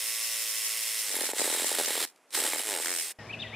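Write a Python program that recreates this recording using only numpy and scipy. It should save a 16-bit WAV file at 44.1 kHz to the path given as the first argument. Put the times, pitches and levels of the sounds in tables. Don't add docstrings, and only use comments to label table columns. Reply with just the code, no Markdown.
import sys
import numpy as np
from scipy import signal
from scipy.fft import rfft, irfft
from scipy.io import wavfile

SR = 44100
rng = np.random.default_rng(int(sys.argv[2]) if len(sys.argv) > 2 else 0)


def gain_from_decibels(decibels):
    exponent = np.asarray(decibels, float) / 20
    return 10 ** exponent


def int16_out(signal):
    q = np.round(np.clip(np.atleast_2d(signal).T, -1, 1) * 32767)
    wavfile.write(sys.argv[1], SR, q.astype(np.int16))


N = 156555
T = np.arange(N) / SR
OPEN_S = 3.186

# time_s, level_db
DRIVE = [(0, -32.5), (1.31, -31.5), (1.325, -44.5), (1.365, -34), (1.385, -29.5), (2.05, -29),
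         (2.057, -45.5), (2.11, -61.5), (2.15, -82), (2.3, -105), (2.312, -56.5), (2.345, -27),
         (2.58, -30.5), (2.635, -35), (2.69, -30), (3.03, -33), (3.118, -38), (3.14, -79)]
# time_s, load_0_to_1
LOAD = [(0, 0.01), (1.0, 0.05), (1.15, 0.31), (1.42, 0.34), (1.7, 0.74), (2.05, 0.86), (2.4, 0.35),
        (2.6, 1), (2.64, 0.24), (2.69, 0.63), (2.79, 1), (2.83, 0.32), (2.87, 0.43), (2.99, 0.2),
        (3.04, 0.25)]
# pitch_hz, level_db, t60_s
PIPE = [(258, -29, .015), (360, -33, 0.0065), (464, 0, 0.033), (569, 10, 0.014), (739, -1, 0.022),
        (853, -1, 0.054), (1970, -18, 0.0035)]


def at_hz(points, hz):
    return np.interp(np.log(hz + 1), np.log(np.array(points)[:, 0]), np.array(points)[:, 1])


def rms_one(x):
    return x / np.sqrt(np.mean(x ** 2) + 1e-20)


def in_time(rows):
    s, *columns = np.transpose(rows)
    return [np.interp(T, s, c) for c in columns]


def colour(x, spectrum):
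    hz = np.arange(N // 2 + 1) * SR / N
    low_fall = 1 + (spectrum[0][0] / (hz + 1)) ** 4
    return irfft(rfft(x) * gain_from_decibels(at_hz(spectrum, hz)) / low_fall, N)


def drift(rate_hz):
    return np.interp(T * rate_hz * 2, np.arange(999), rng.standard_normal(999))


def cut_off(x, hz, kind, order=4):
    return signal.sosfilt(signal.butter(order, hz, kind, fs=SR, output="sos"), x)


def ring(clicks, hz, t60):
    r, w = gain_from_decibels(-60 / (t60 * SR)), 2 * np.pi * hz / SR
    return signal.lfilter([0, np.sin(w)], [1, -2 * r * np.cos(w), r * r], clicks + 1e-18)


def body(clicks, peaks):
    out = np.zeros(N)
    for k, (hz, width_hz, db) in enumerate(peaks):
        out += (-1) ** k * gain_from_decibels(db) * np.sqrt(width_hz) * ring(clicks, hz, 1.29 / width_hz)
    return rms_one(out)


def sweep(x, hz, width_hz):
    turn = np.exp(2j * np.pi * np.cumsum(hz) / SR)
    slow = signal.lfilter([1], [1, -np.exp(-np.pi * width_hz / SR)], x / turn)
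    return rms_one((slow * turn).real)


def spikes(s, db):
    out = np.zeros(N)
    out[(np.array(s) * SR).astype(int)] = gain_from_decibels(np.array(db))
    return out


def quiet_air():
    # pitch_hz, level_db_per_hz
    air_spectrum = [(35, -64), (60, -26), (217, -7), (566, -2), (2470, -10.5), (3850, -18), (10500, -18),
                    (16000, -39)]
    return gain_from_decibels(-63.5) * cut_off(rms_one(colour(rng.standard_normal(N), air_spectrum)), 120, "high", order=3)


def ground_shake():
    rumble = rms_one(cut_off(rng.standard_normal(N), [40, 170], "band", order=2))
    return gain_from_decibels(in_time(DRIVE)[0] - 45.5) * (in_time(LOAD)[0] + 0.22) * rumble


def wind():
    # pitch_hz, level_db_per_hz
    open_spectrum = [(18, -60), (30, -19), (106, -2), (495, -9), (656, -5.5), (1350, -16.5), (1790, -12.5),
                     (5270, -29), (14000, -45.5)]
    bump_db = 2.9 * np.exp(-np.abs(T - OPEN_S) / 0.033)
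    return gain_from_decibels(-45 + bump_db + 0.85 * drift(5.2)) * rms_one(colour(rng.standard_normal(N), open_spectrum))


def engine_hum():
    # pitch_hz, rms_db
    partials = [(107.7, -48.5), (226.1, -56), (430.7, -71), (640.6, -61)]
    out = np.zeros(N)
    for hz, db in partials:
        level = gain_from_decibels(db + 3.0 + 2.0 * drift(3.2))
        out += level * np.sin(2 * np.pi * np.cumsum(hz * (1 + 0.01624 * drift(9.5))) / SR)
    return out


def insect():
    chirr = sweep(rng.standard_normal(N), np.full(N, 5150), 180)
    return gain_from_decibels(-63) * chirr * np.clip((3.33 - T) / 0.061, 0, 1)


def bird():
    # start_s, length_s, from_hz, to_hz, level_db
    song = [
        (3.18, .056, 1950, 1760, -49),
        (3.255, .03, 2100, 2600, -56),
        (3.282, .038, 1900, 2650, -39),
        (3.324, .031, 3450, 2300, -38),
        (3.383, .033, 3350, 4000, -40),
        (3.418, .029, 3800, 2000, -36),
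        (3.437, .044, 2120, 1900, -43),
        (3.516, .046, 1600, 2650, -39),
    ]
    bends = [1.0, 1.0, .6, .55, 1.6, .8, .4, .55]
    swells = [.7, 1.0, 1.8, 1.0, 1.8, .55, .8, 1.6]
    out = np.zeros(N)
    for (s, length, hz0, hz1, db), bend, late in zip(song, bends, swells):
        u = np.clip((T - s) / length, 0, 1)
        hz = hz0 + (hz1 - hz0) * u ** bend
        out += gain_from_decibels(db + 5.0) * np.sin(np.pi * u ** late) * np.sin(2 * np.pi * np.cumsum(hz) / SR)
    breath = cut_off(rng.standard_normal(N), 1100, "low", order=2)
    out = out * (1 + 0.25 * drift(130.0) + 0.9 * breath)
    t = T[:SR // 2]
    wood_t60_s, leaves_t60_s = 0.99, .12
    decay = gain_from_decibels(-60 * t / wood_t60_s) + gain_from_decibels(-60 * t / leaves_t60_s)
    echo = cut_off(rng.standard_normal(SR // 2) * decay * (t > .004), 2690, "high", order=1)
    return out + gain_from_decibels(-3) * signal.fftconvolve(out, echo / np.sqrt(np.sum(echo ** 2)))[:N]


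def ticks():
    # start_s, peak_db
    tick_rows = [(1.2685, -11), (1.7904, -3.5), (2.0644, -48), (2.0764, -42), (2.0868, -29), (2.16, -37.5),
                 (2.1764, -45), (2.306, -26), (2.3284, -16), (2.35, -25), (2.857, -7.5)]
    s, db = np.transpose(tick_rows)
    tail = np.exp(-np.arange(400) / SR / 0.0036) * rng.standard_normal(400)
    return cut_off(np.convolve(spikes(s, db - 14.0), tail)[:N], [1900, 11000], "band", order=2)


def scrapes(rows, gain_db):
    out = np.zeros(N)
    for s, db, hz in rows:
        noise = rng.standard_normal(600) * np.exp(-T[:600] / 0.0014)
        burst = ring(noise, hz, 24.0 / hz) + 1.3 * noise
        out[int(s * SR):int(s * SR) + 600] += gain_from_decibels(db + gain_db) * burst / np.abs(burst).max()
    return out


def cracks():
    # start_s, peak_db, ring_hz
    crack_rows = [(2.3475, -25, 1840), (2.3735, -19, 2000), (2.4346, -46, 3870), (2.519, -34, 3420),
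                  (2.5331, -15, 2280), (2.559, -22, 2250), (2.595, -22, 3020), (2.7605, -23, 1900),
                  (2.835, -33, 1920), (2.859, -20, 2120), (2.8825, -27, 1990), (2.904, -27, 2270)]
    return scrapes(crack_rows, -2)


def sparks():
    # start_s, peak_db, ring_hz
    spark_rows = [
        (1.268, -22, 7560),
        (1.3158, -20, 7800),
        (1.383, -15, 7900),
        (1.3924, -13, 8510),
        (1.4052, -14, 7650),
        (1.4294, -30, 7900),
        (1.6089, -15, 9450),
        (1.6925, -21, 8400),
        (1.8346, -13, 8240),
        (1.8594, -10, 8300),
    ]
    return scrapes(spark_rows, -3)


def snags():
    # start_s, peak_db, brightness_db
    snag_rows = [(1.101, -36.5, -26), (1.122, -39, 5), (1.139, -32.5, -5), (1.163, -29.5, -7),
                 (1.185, -32, -6), (1.21, -27.5, 12), (1.234, -27.5, 9), (1.288, -26, -13),
                 (1.313, -44, -12), (1.331, -24.5, 7), (1.363, -35.5, -12), (1.393, -29, 19),
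                 (1.403, -29, -14), (1.413, -21, 1), (1.441, -31, -9), (1.451, -28, -9),
                 (1.474, -23.5, -20), (1.498, -28, -9), (1.524, -26, -7), (1.545, -27.5, -11),
                 (1.57, -29.5, -4), (1.595, -29, -18), (1.618, -27.5, 4), (1.641, -25.5, -4),
                 (1.713, -25.5, -24), (1.74, -33, -12), (1.783, -24.5, -13), (1.795, -21.5, -10),
                 (1.807, -26, -9), (1.876, -27, -4), (1.903, -26.5, -23), (1.951, -27, -11),
                 (1.974, -26, -21), (2.014, -33, -6), (2.347, -48, -3), (2.373, -27.5, -20),
                 (2.384, -27.5, -9), (2.396, -27.5, -11), (2.419, -29, -9), (2.445, -24.5, -13),
                 (2.481, -32, -5), (2.531, -26, 8), (2.557, -30, -9), (2.596, -31, -6)]
    s, db, bright_db = np.transpose(snag_rows)
    out = np.zeros(N)
    for hz, mode_db, t60 in PIPE:
        blow_db = db + mode_db - 8.5
        upper_db = (hz > 1100) * (bright_db + 21.5)
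        light = spikes(s + 0.00072, blow_db - 19.0)
        hard = spikes(s + 0.00288, blow_db + rng.normal(0, 1.25, len(s)) + upper_db)
        out += ring(hard - light, hz, t60)
    return out


def strokes():
    # time_s, reversals_hz
    speed = [(0, 110.5), (.28, 114.6), (.6, 109.8), (.79, 112.3), (1.03, 108), (1.1, 100), (1.22, 88),
             (1.42, 84), (2.05, 83.6), (2.3, 70), (2.42, 82), (2.6, 86), (2.64, 114), (2.72, 100),
             (2.78, 80), (2.87, 85), (2.91, 91), (2.97, 83)]
    count = np.cumsum(in_time(speed)[0]) / SR
    first, second = np.interp((1.418, 2.905), T, count)
    return count - np.where(T < 2.2, first, second) + 400


def gear_hiss(cutting):
    # pitch_hz, level_db_per_hz
    free_spectrum = [(300, -52), (700, -25), (1300, -13.5), (2500, -2), (4500, -3.5), (6500, -2), (9200, 2),
                     (15500, -7)]
    # pitch_hz, level_db_per_hz
    cut_spectrum = [(1000, -17), (1500, -28), (1900, -3), (2700, -6.5), (4000, -5), (6400, -8.5),
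                    (8350, -4.5), (15800, -12)]
    free = gain_from_decibels(2) * rms_one(colour(rng.standard_normal(N), free_spectrum))
    cut = gain_from_decibels(-2.5) * rms_one(colour(rng.standard_normal(N), cut_spectrum))
    return free * np.sqrt(1 - cutting) + cut * np.sqrt(cutting)


def gear_tones(count):
    # multiple_of_reversal_rate, level_db
    orders = [(1, -33), (2, -8), (3, -13), (4, -2.5), (5, 0), (6, -3.5), (7, -7.5), (8, -4.5), (9, -2.5),
              (10, 1), (11, -9), (12, -2), (13, -11)]
    out = np.zeros(N)
    for m, db in orders:
        out += gain_from_decibels(-24 + db + 1.9 * drift(4.7)) * np.cos(2 * np.pi * (m * count + rng.random()))
    return out


def reversal_clack(turn, cutting):
    # pitch_hz, width_hz, level_db
    housing = [(1950, 400, -4), (2500, 400, 2), (3440, 1600, -2.5), (5250, 250, -1)]
    rattle = rng.standard_normal(500) * np.exp(-T[:500] / .0015)
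    clack = gain_from_decibels(-7) * body(np.convolve(turn, rattle)[:N], housing) * (1 - .5 * cutting)
    return cut_off(clack, 1450, "high", order=6)


def tooth_grit(bites):
    # pitch_hz, width_hz, level_db
    blade = [(1970, 203, -5), (4030, 500, -4), (5000, 210, -8.5), (7470, 100, 1.5), (9570, 200, -10)]
    # time_s, rasp_hz, rasp_db, tip_ring_db, shank_ring_db
    bite = [(1.135, 8200, 9, -6, 4), (1.15, 8200, -4, 10.5, 7.5), (1.3, 7800, 6.5, 4, 3.5),
            (1.42, 8040, 8.5, 1.5, 6.5), (1.75, 7900, 6.5, 3, 5), (2.0, 8400, 0, 1, 7),
            (2.42, 8150, 8, 0, 6), (2.6, 8250, 4, 6.5, 3), (2.95, 8360, 10.5, -9, -3)]
    rasp_hz, rasp_db, tip_db, shank_db = in_time(bite)
    out = gain_from_decibels(rasp_db) * sweep(bites, rasp_hz, 620)
    out += gain_from_decibels(tip_db) * body(bites, [(10500, 780, 0)])
    for hz, width_hz, db in blade:
        shank = (3000 < hz < 4500) * shank_db
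        out += gain_from_decibels(db + shank + 1.3 * drift(9.0)) * body(bites, [(hz, width_hz, 0)])
    return gain_from_decibels(-2.5) / 3 * out


def pipe_knock(hits, uneven):
    out = np.zeros(N)
    for hz, db, t60 in PIPE:
        hit_db = (700 < hz < 900) * 5.0 * (1 - uneven) + 4.0 * uneven ** 2 * drift(28.0)
        out += gain_from_decibels(db) * ring(hits * gain_from_decibels(hit_db), hz, t60)
    return rms_one(out)


def saw():
    # time_s, sharpness_0_to_1, unevenness_0_to_1
    stroke_curve = [(1.0, .3, .3), (1.15, .48, 1), (2.6, .48, 1), (2.66, .65, .15), (2.77, .75, .2),
                    (2.82, .4, .8), (2.86, .9, .2), (2.99, .9, .2), (3.03, .15, .5)]
    level_db, load = in_time(DRIVE)[0], np.clip(in_time(LOAD)[0], 0, 2)
    sharp, uneven = in_time(stroke_curve)
    cutting = np.clip(load * 2.95, 0, 1)
    count = strokes()
    k = count.astype(int)
    luck = np.clip(rng.standard_normal((999, 4)), -1.2, 1.2)
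    turn = np.diff(k, prepend=k[0]) == 1

    since = count - 0.14 * uneven * luck[k, 0] + 0.11
    phase = since % 1 / .12
    burst = (phase * np.exp(1 - phase)) ** 2 * gain_from_decibels(4.0 * uneven * luck[since.astype(int), 1])
    swell = np.sqrt(1 - sharp + 4.5 * sharp * burst)
    soft = np.sqrt(1 - .6 * sharp + 2.4 * sharp * burst)

    teeth_per_s = 2500
    tooth_size = gain_from_decibels(4.6 * np.minimum(rng.exponential(1, N), 2.8)) * rng.choice([-1, 1], N)
    bites = (rng.random(N) < teeth_per_s / SR) * tooth_size * swell
    noise = gear_hiss(cutting) * soft + tooth_grit(bites) * cutting
    flutter = gain_from_decibels(1.6 * drift(15.0) * np.minimum(load + 0.08, 1) + 0.37 * drift(70.0))

    slaps = turn * cutting * sharp ** 2 * gain_from_decibels(4.0 * uneven * luck[k, 1])
    slap = gain_from_decibels(-12) * body(slaps, [(2000, 800, 3), (8300, 410, 3)])
    tones = gear_tones(count) * (1 - cutting + 3.8 * load * (1 - uneven) ** 2)

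    delayed = (count - .3 * uneven ** 2 * (luck[k, 0] + 1.6) / 2).astype(int)
    late = np.diff(delayed, prepend=k[0]) == 1
    hits = late * gain_from_decibels(6.7 * uneven * (luck[k, 3] + 0.98 * (k % 2))) + 0.06 * uneven * bites
    knock = gain_from_decibels(-3.5) * load * (1 - 0.77 * uneven) * pipe_knock(hits, uneven)
    return gain_from_decibels(level_db) * (noise * flutter + slap + reversal_clack(turn, cutting) + tones + knock)


def trench_walls(mid, gate):
    # pitch_hz, side_minus_mid_db
    wall_spectrum = [(150, -24), (600, -21), (2500, -22), (3700, -14), (5000, -5), (6500, -4), (9000, -9),
                     (14000, -13)]
    spread = rfft(rng.standard_normal(1500) * np.exp(-T[:1500] / .01), N)
    walls = irfft(rfft(mid) * spread / np.abs(spread) ** 0.79, N) * drift(12)
    lean = -.25 * mid * (1 - 8.5 * gate)
    return colour(walls * np.std(mid) / np.std(walls) + lean, wall_spectrum)


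def scene():
    gate = np.clip((T - OPEN_S) / 0.0028, 0, 1)
    near = cut_off(saw() + snags() + ticks() + cracks() + sparks(), 269, "high", order=5)
    near += quiet_air() + ground_shake()
    far = cut_off(wind() + engine_hum() + bird() + insect(), 13000, "low", order=12)
    mid = near * (1 - gate) + far * gate
    side = trench_walls(mid, gate)
    return np.array([mid + side, mid - side])


def low_pass(x):
    return signal.sosfilt(signal.butter(12, 16390, fs=SR, output="sos"), x)


def record(dry):
    top = signal.cheby2(14, 70, 15900 + 500, fs=SR, output="sos")
    mix = signal.sosfilt(top, 0.26 * np.tanh(dry / 0.32))
    return low_pass(mix)


dry = scene()
out = record(dry)
int16_out(out)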